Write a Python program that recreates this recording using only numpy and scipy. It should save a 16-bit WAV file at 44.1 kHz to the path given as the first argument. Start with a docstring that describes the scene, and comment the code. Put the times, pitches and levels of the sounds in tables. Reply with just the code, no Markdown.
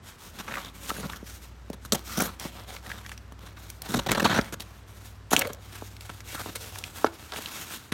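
"""A cardboard parcel opened on a lap in a small furnished room, close to the microphone.
First hands slide over the board and turn the parcel, while a low motor-like drone gathers far off.
A scissor blade sticks and slips along the packing tape, busiest around 4 s; the tape snaps, and
each contact rings the hollow box. At 5.3 s the flaps part and its lowest resonances fade.
Hands work on over the open box, with a hard knock near 7 s, as the drone sinks."""
import sys
import numpy as np
from scipy import signal
from scipy.fft import rfft, irfft
from scipy.io import wavfile

SR = 44100
rng = np.random.default_rng(int(sys.argv[2]) if len(sys.argv) > 2 else 0)


def to_wav(s):
    """Save 16-bit WAV."""
    ch = np.atleast_2d(s).T  # columns
    pcm = np.round(np.clip(ch, -1, 1) * 32767)  # PCM
    wavfile.write(sys.argv[1], SR, pcm.astype(np.int16))


N = 349799


def scrapes(rise_s=.003, fall_s=.0031, chatter_db=.5, stiffness_db=-2, flex_below_hz=560, pivot_hz=1400):
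    """Each slip of blade, tape or board is a short avalanche of fractures; a hard push flexes the wall."""
    # Each row: start in seconds, length in seconds, level in dB, wall flex in dB,
    # treble slope in dB per octave.
    slips = [(0.387, 0.026, -36.5, 1, -5), (0.478, 0.012, -34.5, -7, -13.5), (0.511, 0.014, -34, -1.5, -11),
             (0.568, 0.017, -32, -24, -13), (0.892, 0.01, -30, 1, -3.5), (0.966, 0.045, -40, 15.5, -2.5),
             (1.03, 0.029, -35.5, 15, -9), (1.096, 0.0071, -34, -8, -7.5), (1.159, 0.014, -44, -8, -1),
             (1.732, 0.015, -42.5, 10, -5), (1.849, 0.013, -39.5, 11, -3.5),
             (1.922, 0.016, -23.5, 13.5, -0.5), (1.946, 0.0096, -25, 7.5, -3.5),
             (2.172, 0.021, -28.5, 18, -0.5), (2.198, 0.014, -24.5, 7, -13), (2.217, 0.0076, -23, 20, 0.5),
             (2.234, 0.04, -33.5, 9, -2), (2.45, 0.0069, -30.5, 16, -4), (3.432, 0.012, -46.5, 7, -10),
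             (3.462, 0.013, -46, -3, -6), (3.569, 0.013, -46, 1, -9), (3.888, 0.063, -34.5, 16.5, -1.5),
             (3.94, 0.0087, -19.5, 8, -5.5), (3.956, 0.025, -27.5, 15, -3.5),
             (3.99, 0.0082, -24, 2.5, -7.5), (4.063, 0.011, -26, 9.5, -6), (4.087, 0.013, -23.5, 1, -7.5),
             (4.108, 0.029, -25.5, 6, -6), (4.148, 0.012, -25, 7, -7.5), (4.173, 0.012, -23, 9, -8),
             (4.197, 0.01, -21, 6, -7.5), (4.221, 0.0097, -23, 9, -7), (4.244, 0.012, -18, 6, -9),
             (4.254, 0.011, -16, -3, -10), (4.264, 0.014, -28, 5, -8), (4.295, 0.041, -25, 10.5, -8),
             (4.341, 0.043, -26, 6, -7), (4.386, 0.009, -19.5, 7, -9.5), (4.524, 0.021, -33.5, 7, -4.5),
             (4.598, 0.029, -41, 8, -2.3), (5.307, 0.027, -30.5, -1, 0.5), (5.329, 0.011, -18.5, 1, -3),
             (5.343, 0.012, -27, 18, -3), (5.369, 0.033, -30.5, 12, -2.5), (5.411, 0.012, -26, 1, -5),
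             (5.448, 0.0066, -29, 9, -8.5), (5.496, 0.011, -34, 8, -8.5), (6.093, 0.0093, -35, 7.5, -6.5),
             (6.344, 0.011, -33.5, 18, -2), (6.393, 0.026, -35.5, 5.5, -4.5),
             (6.459, 0.044, -39.5, 6.5, -6.5), (6.553, 0.016, -32, -6, -1.5), (7.062, 0.01, -29, 2, -8),
             (7.319, 0.027, -37.5, 0, -13), (7.359, 0.0055, -36, -15, -3), (7.92, 0.0082, -27, -1.5, -6.5)]
    # Spectrum of the contact. Each row: frequency in Hz, gain in dB.
    contact_colour = [(35, -41), (80, -8.5), (150, -0.5), (230, -1.5), (500, -1.5), (1400, -0.5),
                      (2500, -3), (4000, 3), (4900, -3.5), (7000, 0), (10400, -1), (13000, 1.5),
                      (16000, -8)]
    out = np.zeros(N)
    for start, length, db, flex_db, slope_db in slips:
        t = np.arange(int((length + .04) * SR)) / SR
        grip = np.minimum(t / rise_s, 1) * np.exp(-np.maximum(t - length, 0) / fall_s)
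        force = grip * fibres(len(t), rate=7000, spread_db=1.5) * amp(chatter_db * walk(326, len(t)))
        flex = (flex_db + stiffness_db) / (1 + (bins() / flex_below_hz) ** 4)
        treble = slope_db * np.log2(np.maximum(bins() / pivot_hz, 1))
        colour = spectrum(contact_colour) + flex + treble + contact_spot(ripple_db=3)
        burst = signal.fftconvolve(force, response(colour))
        add(out, start - rise_s / 2, burst / np.linalg.norm(burst) * np.sqrt(length * SR) * amp(db))
    return out


def snaps(level_db=21, splinter=.21, splinter_s=.0028, skirt_db=19):
    """Tape or a crease cracks, or the blade ticks: one sharp release, then milliseconds of splintering."""
    # Each row: start in seconds, relative level in dB, centre in Hz, width in octaves.
    fractures = [(0.54, -26.5, 1720, 0.17), (0.555, -28.5, 1970, 0.17), (0.5808, -33, 1630, 0.18),
                 (0.9024, -21.5, 1440, 0.16), (0.965, -36, 1500, 0.2), (1.1333, -32, 1550, 0.24),
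                 (1.7004, -41.5, 1650, 2), (1.731, -39, 1610, 2.2), (1.9219, -14.5, 3320, 0.79),
                 (2.2046, -20.5, 3000, 2), (2.3978, -31.5, 5500, 1.5), (2.7654, -34.5, 1964, 0.7),
                 (2.863, -37, 1800, 0.19), (2.902, -33.5, 1780, 0.17), (2.9163, -28, 1770, 0.14),
                 (3.063, -35, 1990, 0.58), (3.0935, -35.5, 2120, 0.7), (3.1168, -32, 1780, 0.37),
                 (3.177, -40, 2840, 0.85), (3.3224, -44, 1155, 1.1), (3.7012, -33, 5040, 1.5),
                 (3.8194, -28.5, 2400, 4.3), (4.1169, -15, 2040, 2), (4.412, -31.5, 3940, 0.28),
                 (4.6048, -30.5, 3250, 0.74), (5.3644, -11, 3100, 0.56), (5.3922, -15.5, 11000, 0.94),
                 (5.4182, -20.5, 2110, 0.29), (5.472, -32.5, 2410, 2.7), (5.532, -34.5, 8500, 0.97),
                 (5.9663, -41.5, 2570, 0.79), (6.0084, -37, 3460, 0.94), (6.205, -38.5, 2830, 0.56),
                 (6.7578, -34.5, 1220, 0.41), (6.7862, -31, 4130, 1.6), (6.839, -27.5, 3230, 0.44),
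                 (7.045, -30.5, 3000, 0.61), (7.321, -32.5, 3000, 0.37), (7.336, -35, 3480, 0.43),
                 (7.361, -33, 2200, 0.22), (7.459, -28, 3260, 0.33)]
    out = np.zeros(N)
    t = np.arange(1024) / SR
    for start, db, hz, octaves in fractures:
        force = splinter * rng.standard_normal(len(t)) * np.exp(-t / splinter_s)
        force[0] += 1  # the release
        off_centre = np.log2(bins() / hz) / max(octaves, .2)
        colour = -skirt_db * np.log10(1 + off_centre ** 2 / 2) + contact_spot(ripple_db=3)
        crack = signal.fftconvolve(force, response(colour))
        add(out, start + .0003, crack / np.linalg.norm(crack) * amp(db + level_db))
    return out


def knocks(travel=.0602, rebound=.22, tilt=.55):
    """A blow sends bending waves across the wall, highs ahead of lows; they return once from the edge."""
    # Each row: start in seconds, peak in dB, lower and upper band edge in Hz.
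    blows = [(0.915, -22.5, 260, 1000), (0.985, -28.5, 160, 750), (1.059, -32, 147, 483),
             (1.228, -30.5, 169, 520), (1.701, -23, 185, 730), (1.923, -17, 190, 1350),
             (1.932, -19, 160, 780), (2.18, -20.5, 170, 800), (2.221, -18, 145, 1000),
             (2.458, -31, 280, 1000), (3.321, -36, 160, 1100), (3.944, -16, 125, 1300),
             (4.389, -10.5, 190, 1500), (5.317, -15.5, 260, 1300), (5.333, -7, 202, 1530),
             (5.375, -21, 220, 500), (5.822, -24, 205, 1150), (6.348, -24, 218, 1500),
             (6.46, -23.5, 220, 1300), (7.0444, -2, 297, 1370), (7.388, -25.5, 250, 1150),
             (7.921, -19.5, 120, 330)]
    out = np.zeros(N)
    hz = bins(size=8192)
    crossing = np.exp(-4j * np.pi * travel * np.sqrt(hz))  # delay falls with the root of frequency
    for start, db, low_hz, high_hz in blows:
        push = hz ** -tilt / np.sqrt((1 + (low_hz / hz) ** 10) * (1 + (hz / high_hz) ** 10))
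        wave = irfft(push * (crossing + rebound * crossing ** 3))
        add(out, start - .001, wave / np.abs(wave).max() * amp(db))
    return out


def drags(level_db=-1, stutter_db=2.5, relative_width=.2):
    """A dragged edge catches fibres that feed one resonance, gliding as the edge's free length changes."""
    # Each row: start in seconds, length in seconds, first and last pitch in Hz, relative level in dB.
    glides = [(0.597, 0.11, 3450, 3600, -47), (2.046, 0.29, 1320, 1280, -43),
              (2.15, 0.094, 5630, 6000, -37), (3.041, 0.029, 1710, 1920, -48),
              (4.24, 0.12, 4000, 4100, -34.5), (4.285, 0.13, 1840, 1400, -31),
              (5.377, 0.122, 540, 540, -34.5), (5.429, 0.18, 556, 545, -47.5),
              (6.241, 0.19, 2270, 1750, -50), (6.344, 0.064, 1500, 1200, -40)]
    out = np.zeros(N)
    for start, length, first_hz, last_hz, db in glides:
        size = int(length * SR)
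        carrier = np.exp(2j * np.pi * np.cumsum(np.geomspace(first_hz, last_hz, size)) / SR)
        force = fibres(size, rate=2800, spread_db=5) * amp(stutter_db * walk(154, size))
        lowpass = signal.butter(2, relative_width * first_hz / 2, fs=SR)
        rasp = np.real(carrier * signal.lfilter(*lowpass, force / carrier))  # a band around the glide
        add(out, start, unit(rasp) * signal.windows.tukey(size, .5) * amp(db + level_db))
    return out


def strokes(attack_s=.039, release_s=.041, arch_db=2.5, resting_rub_db=-66, resting_hiss_db=-69.5):
    """Envelopes of rub and hiss: strokes are fastest midway, and even resting hands shift a little."""
    # Hands, sleeves and flaps passing over the board.
    # Each row: start in seconds, length in seconds, relative levels of rub and of hiss in dB.
    passes = [(0.0, 0.12, -51, -49.5), (0.166, 0.12, -51, -49), (0.325, 0.13, -47, -50),
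              (0.45, 0.2, -42.5, -49), (0.726, 0.052, -50, -49), (0.796, 0.12, -45.5, -42),
              (0.911, 0.26, -46, -49.5), (1.234, 0.13, -57.5, -47.5), (1.387, 0.07, -54.5, -51),
              (1.807, 0.04, -55, -53), (1.918, 0.045, -40, -44), (2.035, 0.17, -45, -40),
              (2.171, 0.1, -36, -41), (2.382, 0.088, -41.5, -43.5), (2.508, 0.11, -45, -51),
              (2.666, 0.069, -41, -43.5), (2.819, 0.16, -44.5, -49), (3.01, 0.14, -54.5, -55.5),
              (3.369, 0.13, -53, -60.5), (3.547, 0.21, -56, -54), (3.803, 0.25, -43.5, -49.5),
              (4.056, 0.41, -40.5, -48), (4.576, 0.21, -55.5, -59), (4.856, 0.18, -57, -57.5),
              (5.017, 0.065, -57, -50.5), (5.318, 0.16, -40.5, -47), (5.58, 0.27, -58, -55.5),
              (5.702, 0.084, -49, -48), (5.802, 0.12, -64, -50.5), (5.975, 0.22, -56.5, -53),
              (6.235, 0.28, -51, -44.5), (6.539, 0.21, -48, -44), (6.735, 0.19, -50, -48.5),
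              (6.92, 0.13, -45.5, -44.5), (7.1, 0.4, -52.5, -51.5), (7.319, 0.17, -44, -43),
              (7.49, 0.18, -45, -42), (7.662, 0.1, -43.5, -40), (7.807, 0.082, -58, -55)]
    power = np.outer(amp([resting_rub_db, resting_hiss_db]) ** 2, np.ones(N))
    for start, length, rub_db, hiss_db in passes:
        t = np.arange(int((length + .2) * SR)) / SR
        arch = amp(arch_db * (np.sin(np.pi * np.minimum(t / length, 1)) - 1))
        speed = np.minimum(t / attack_s, 1) * arch * np.exp(-np.maximum(t - length, 0) / release_s)
        add(power[0], start, (speed * amp(rub_db)) ** 2)
        add(power[1], start, (speed * amp(hiss_db)) ** 2)
    return np.sqrt(power)


def sliding(rub, hiss, hiss_db=.5, rub_judder_db=2, hiss_judder_db=2.5):
    """Skin and cloth on board: a grainy rub under a finer hiss, juddering together."""
    # Spectra of the rub and the hiss. Each row: frequency in Hz, gain in dB.
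    rub_colour = [(60, -29), (160, 1), (350, -1.5), (650, 0), (1400, 0), (2500, -7), (4000, -6.5),
                  (9000, -52)]
    hiss_colour = [(700, -9), (2000, 1), (3300, 3), (4800, 0.5), (6500, 0), (9000, 0.5), (10400, -3),
                   (12500, 1), (16000, -8.5)]
    judder = walk(70, N)
    board = moving_contact(fibres(N, rate=3000, spread_db=2.5), rub_colour, ripple_db=3)
    surface = moving_contact(fibres(N, rate=22000, spread_db=-2.5), hiss_colour, ripple_db=1.5)
    rubbing = board * rub * amp(rub_judder_db * judder)
    return rubbing + surface * hiss * amp(hiss_db + hiss_judder_db * judder)


def crinkles(rub, level_db=-9):
    """Nails and loose tape tick faintly while the hands move."""
    # Spectrum of a tick. Each row: frequency in Hz, gain in dB.
    tick_colour = [(200, -17), (900, 0.5), (1800, -7.5), (3800, -5.5), (8000, -13), (16000, -12)]
    ticks = fibres(N, rate=55, spread_db=2)
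    return moving_contact(ticks, tick_colour, ripple_db=3.5) * rub * amp(level_db)


def fibres(size, rate, spread_db):
    """Paper fibres catch and let go: clicks of unequal strength, about `rate` a second."""
    caught = rng.random(size) < rate / SR
    clicks = caught * rng.standard_normal(size)
    return unit(clicks * amp(spread_db * np.minimum(rng.exponential(size=size), 4)))


def contact_spot(ripple_db, spacing_hz=220):
    """Each place of contact favours some of the wall's many modes over others: dB per bin."""
    mode_axis = np.log1p(bins() / (10 * spacing_hz)) * 10
    knots = int(mode_axis[-1]) + 2
    return ripple_db * np.interp(mode_axis, np.arange(knots), rng.standard_normal(knots))


def moving_contact(friction, colour, ripple_db, size=8192):
    """Colour a friction sound whose place of contact keeps moving."""
    out, window = np.zeros(N), np.hanning(size)
    for i in range(0, N, size // 2):
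        piece = friction[i:i + size] * window[:N - i]
        add(out, i / SR, signal.fftconvolve(piece, response(spectrum(colour) + contact_spot(ripple_db))))
    return out


def box(contacts, open_s=5.3, parting_s=.05, level_db=-1.5):
    """Contacts are heard directly and through the box's resonances, whose lowest fade once it is open."""
    # Resonances of walls and cavity. Each row: centre in Hz, width in Hz,
    # relative gain in dB with the flaps shut, then with them open.
    modes = [(173, 67, -4, -33), (203.5, 26, 1.5, -28), (237, 24, -11.5, -14), (334.7, 6.1, -1.5, 1.5),
             (433, 11, -10, -5), (555, 20, -3, -28), (747, 25, -12.5, -5), (945, 26, -7, -9),
             (1140, 21, -8, -29), (1326, 39, -5, -0.5), (1490, 69, -10, -6.5), (1660, 58, -11.5, -5),
             (2215, 42, -9, -4), (2680, 210, -41, -9), (3320, 26, -4, -1), (3680, 72, -25, -7),
             (5810, 800, -5.5, -10), (6690, 230, -7, -6)]
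    opened = np.clip((np.arange(N) / SR - open_s) / parting_s, 0, 1)
    ringing = np.zeros(N)
    for hz, width_hz, shut_db, open_db in modes:
        mode = signal.lfilter(*signal.iirpeak(hz, hz / width_hz, fs=SR), contacts)
        ringing += mode * ((1 - opened) * amp(shut_db) + opened * amp(open_db))
    return amp(level_db) * (contacts + ringing)


def jolts(sway_hz=50, wall_hz=115, decay_s=.016):
    """As the blade gives way the box sways on the lap and its wall heaves, both for a cycle or two."""
    # Each row: start in seconds, peak in dB.
    lurches = [(3.944, -25), (3.984, -29), (4.104, -24), (4.171, -33), (4.23, -34), (4.379, -23)]
    out = np.zeros(N)
    t = np.arange(SR // 5) / SR
    thud = (np.sin(2 * np.pi * sway_hz * t) + np.sin(2 * np.pi * wall_hz * t)) * np.exp(-t / decay_s)
    for start, db in lurches:
        add(out, start, thud / np.abs(thud).max() * amp(db))
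    return out


def room(direct, t60_s=.35, wet_db=-19, damp_hz=4500, gap_s=.0027):
    """The close microphone hears only a faint, short tail, dulled by sofa and curtains."""
    t = np.arange(SR // 2) / SR
    tail = rng.standard_normal(len(t)) * amp(-60 * t / t60_s) * (t > gap_s)
    tail = signal.lfilter(*signal.butter(1, damp_hz, fs=SR), tail / np.linalg.norm(tail))
    return direct + amp(wet_db) * through(direct, tail)


def drone(full_s=.95, slows_s=6.65, rise_per_s=.36, sink_per_s=.41, db_per_octave=26, waver_db=.5):
    """Low tones, as of a distant motor that gathers speed, holds and sinks; the upper pair throbs."""
    # Each row: pitch at full speed in Hz, level midway through the hold in dB, drift in dB per second.
    partials = [(60.7, -49.5, -1.03), (99.2, -52.5, 1.47), (110.6, -64, 2.2)]
    t = np.arange(N) / SR
    slack = rise_per_s * np.maximum(full_s - t, 0) + sink_per_s * np.maximum(t - slows_s, 0)
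    speed = np.maximum(1 - slack, .1) * (1 + .01164 * walk(4, N))  # share of full speed, a bit unsteady
    running_s = np.cumsum(speed) / SR
    from_middle_s = t - (full_s + slows_s) / 2
    tones = np.zeros(N)
    for hz, db, drift in partials:
        gain = amp(db + drift * from_middle_s + waver_db * walk(4.7, N))
        tones += gain * np.sin(2 * np.pi * hz * running_s)
    return np.sqrt(2) * tones * amp(db_per_octave * np.log2(speed))  # louder with speed


def room_tone(level_db=-51):
    """The still air of the room: a steady noise, mostly bass."""
    # Each row: frequency in Hz, gain in dB.
    air_colour = [(25, -7), (45, -8.5), (85, 0.5), (140, -8.5), (250, -12.5), (600, -20.5), (1300, -20),
                  (3000, -29.5), (8000, -38.5), (16000, -71)]
    return amp(level_db) * through(rng.standard_normal(N), response(spectrum(air_colour)))


def amp(db):
    """Decibels to gain."""
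    return 10 ** (np.asarray(db) / 20)


def unit(x):
    """Scale to an rms of one."""
    return x / np.sqrt(np.mean(x ** 2) + 1e-18)


def add(out, start_s, x):
    """Mix x into out from start_s on."""
    i = int(np.clip(np.round(start_s * SR), 0, N - 1))
    out[i:i + len(x)] += x[:N - i]


def walk(rate, size):
    """A random curve with a spread near one, turning `rate` times a second."""
    steps = np.arange(size) * rate / SR
    knots = int(steps[-1]) + 2
    return np.interp(steps, np.arange(knots), rng.standard_normal(knots))


def bins(size=2048):
    """Frequencies in Hz at which responses are drawn."""
    return np.maximum(np.arange(size // 2 + 1) * SR / size, 1)


def spectrum(points):
    """Join (Hz, dB) points into a gain in dB per bin."""
    hz, db = np.transpose(points)
    return np.interp(np.log(bins()), np.log(hz), db)


def response(db):
    """Minimum-phase impulse response of unit energy, shaped by the given dB per bin."""
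    cepstrum = irfft(np.log(amp(db) + 1e-6))
    half = len(cepstrum) // 2
    cepstrum[1:half] *= 2
    cepstrum[half + 1:] = 0
    impulse = irfft(np.exp(rfft(cepstrum)))
    return impulse / np.linalg.norm(impulse)


def through(x, impulse):
    """Filter x by an impulse response."""
    return signal.fftconvolve(x, impulse)[:len(x)]


def scene():
    """The handled box close to one microphone, over still air and the far drone."""
    rub, hiss = strokes()
    contacts = sliding(rub, hiss) + crinkles(rub) + drags() + scrapes() + snaps() + knocks()
    return (room(box(contacts)) + jolts() + room_tone() + drone())[None]


def record(dry, bass_hz=42, top_hz=16200):
    """The recorder drops the deepest bass and cuts the top."""
    lean = signal.sosfilt(signal.butter(6, bass_hz, "high", fs=SR, output="sos"), dry)
    return signal.sosfilt(signal.ellip(8, .2, 70, top_hz, fs=SR, output="sos"), lean)


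dry = scene()
out = record(dry)
to_wav(out)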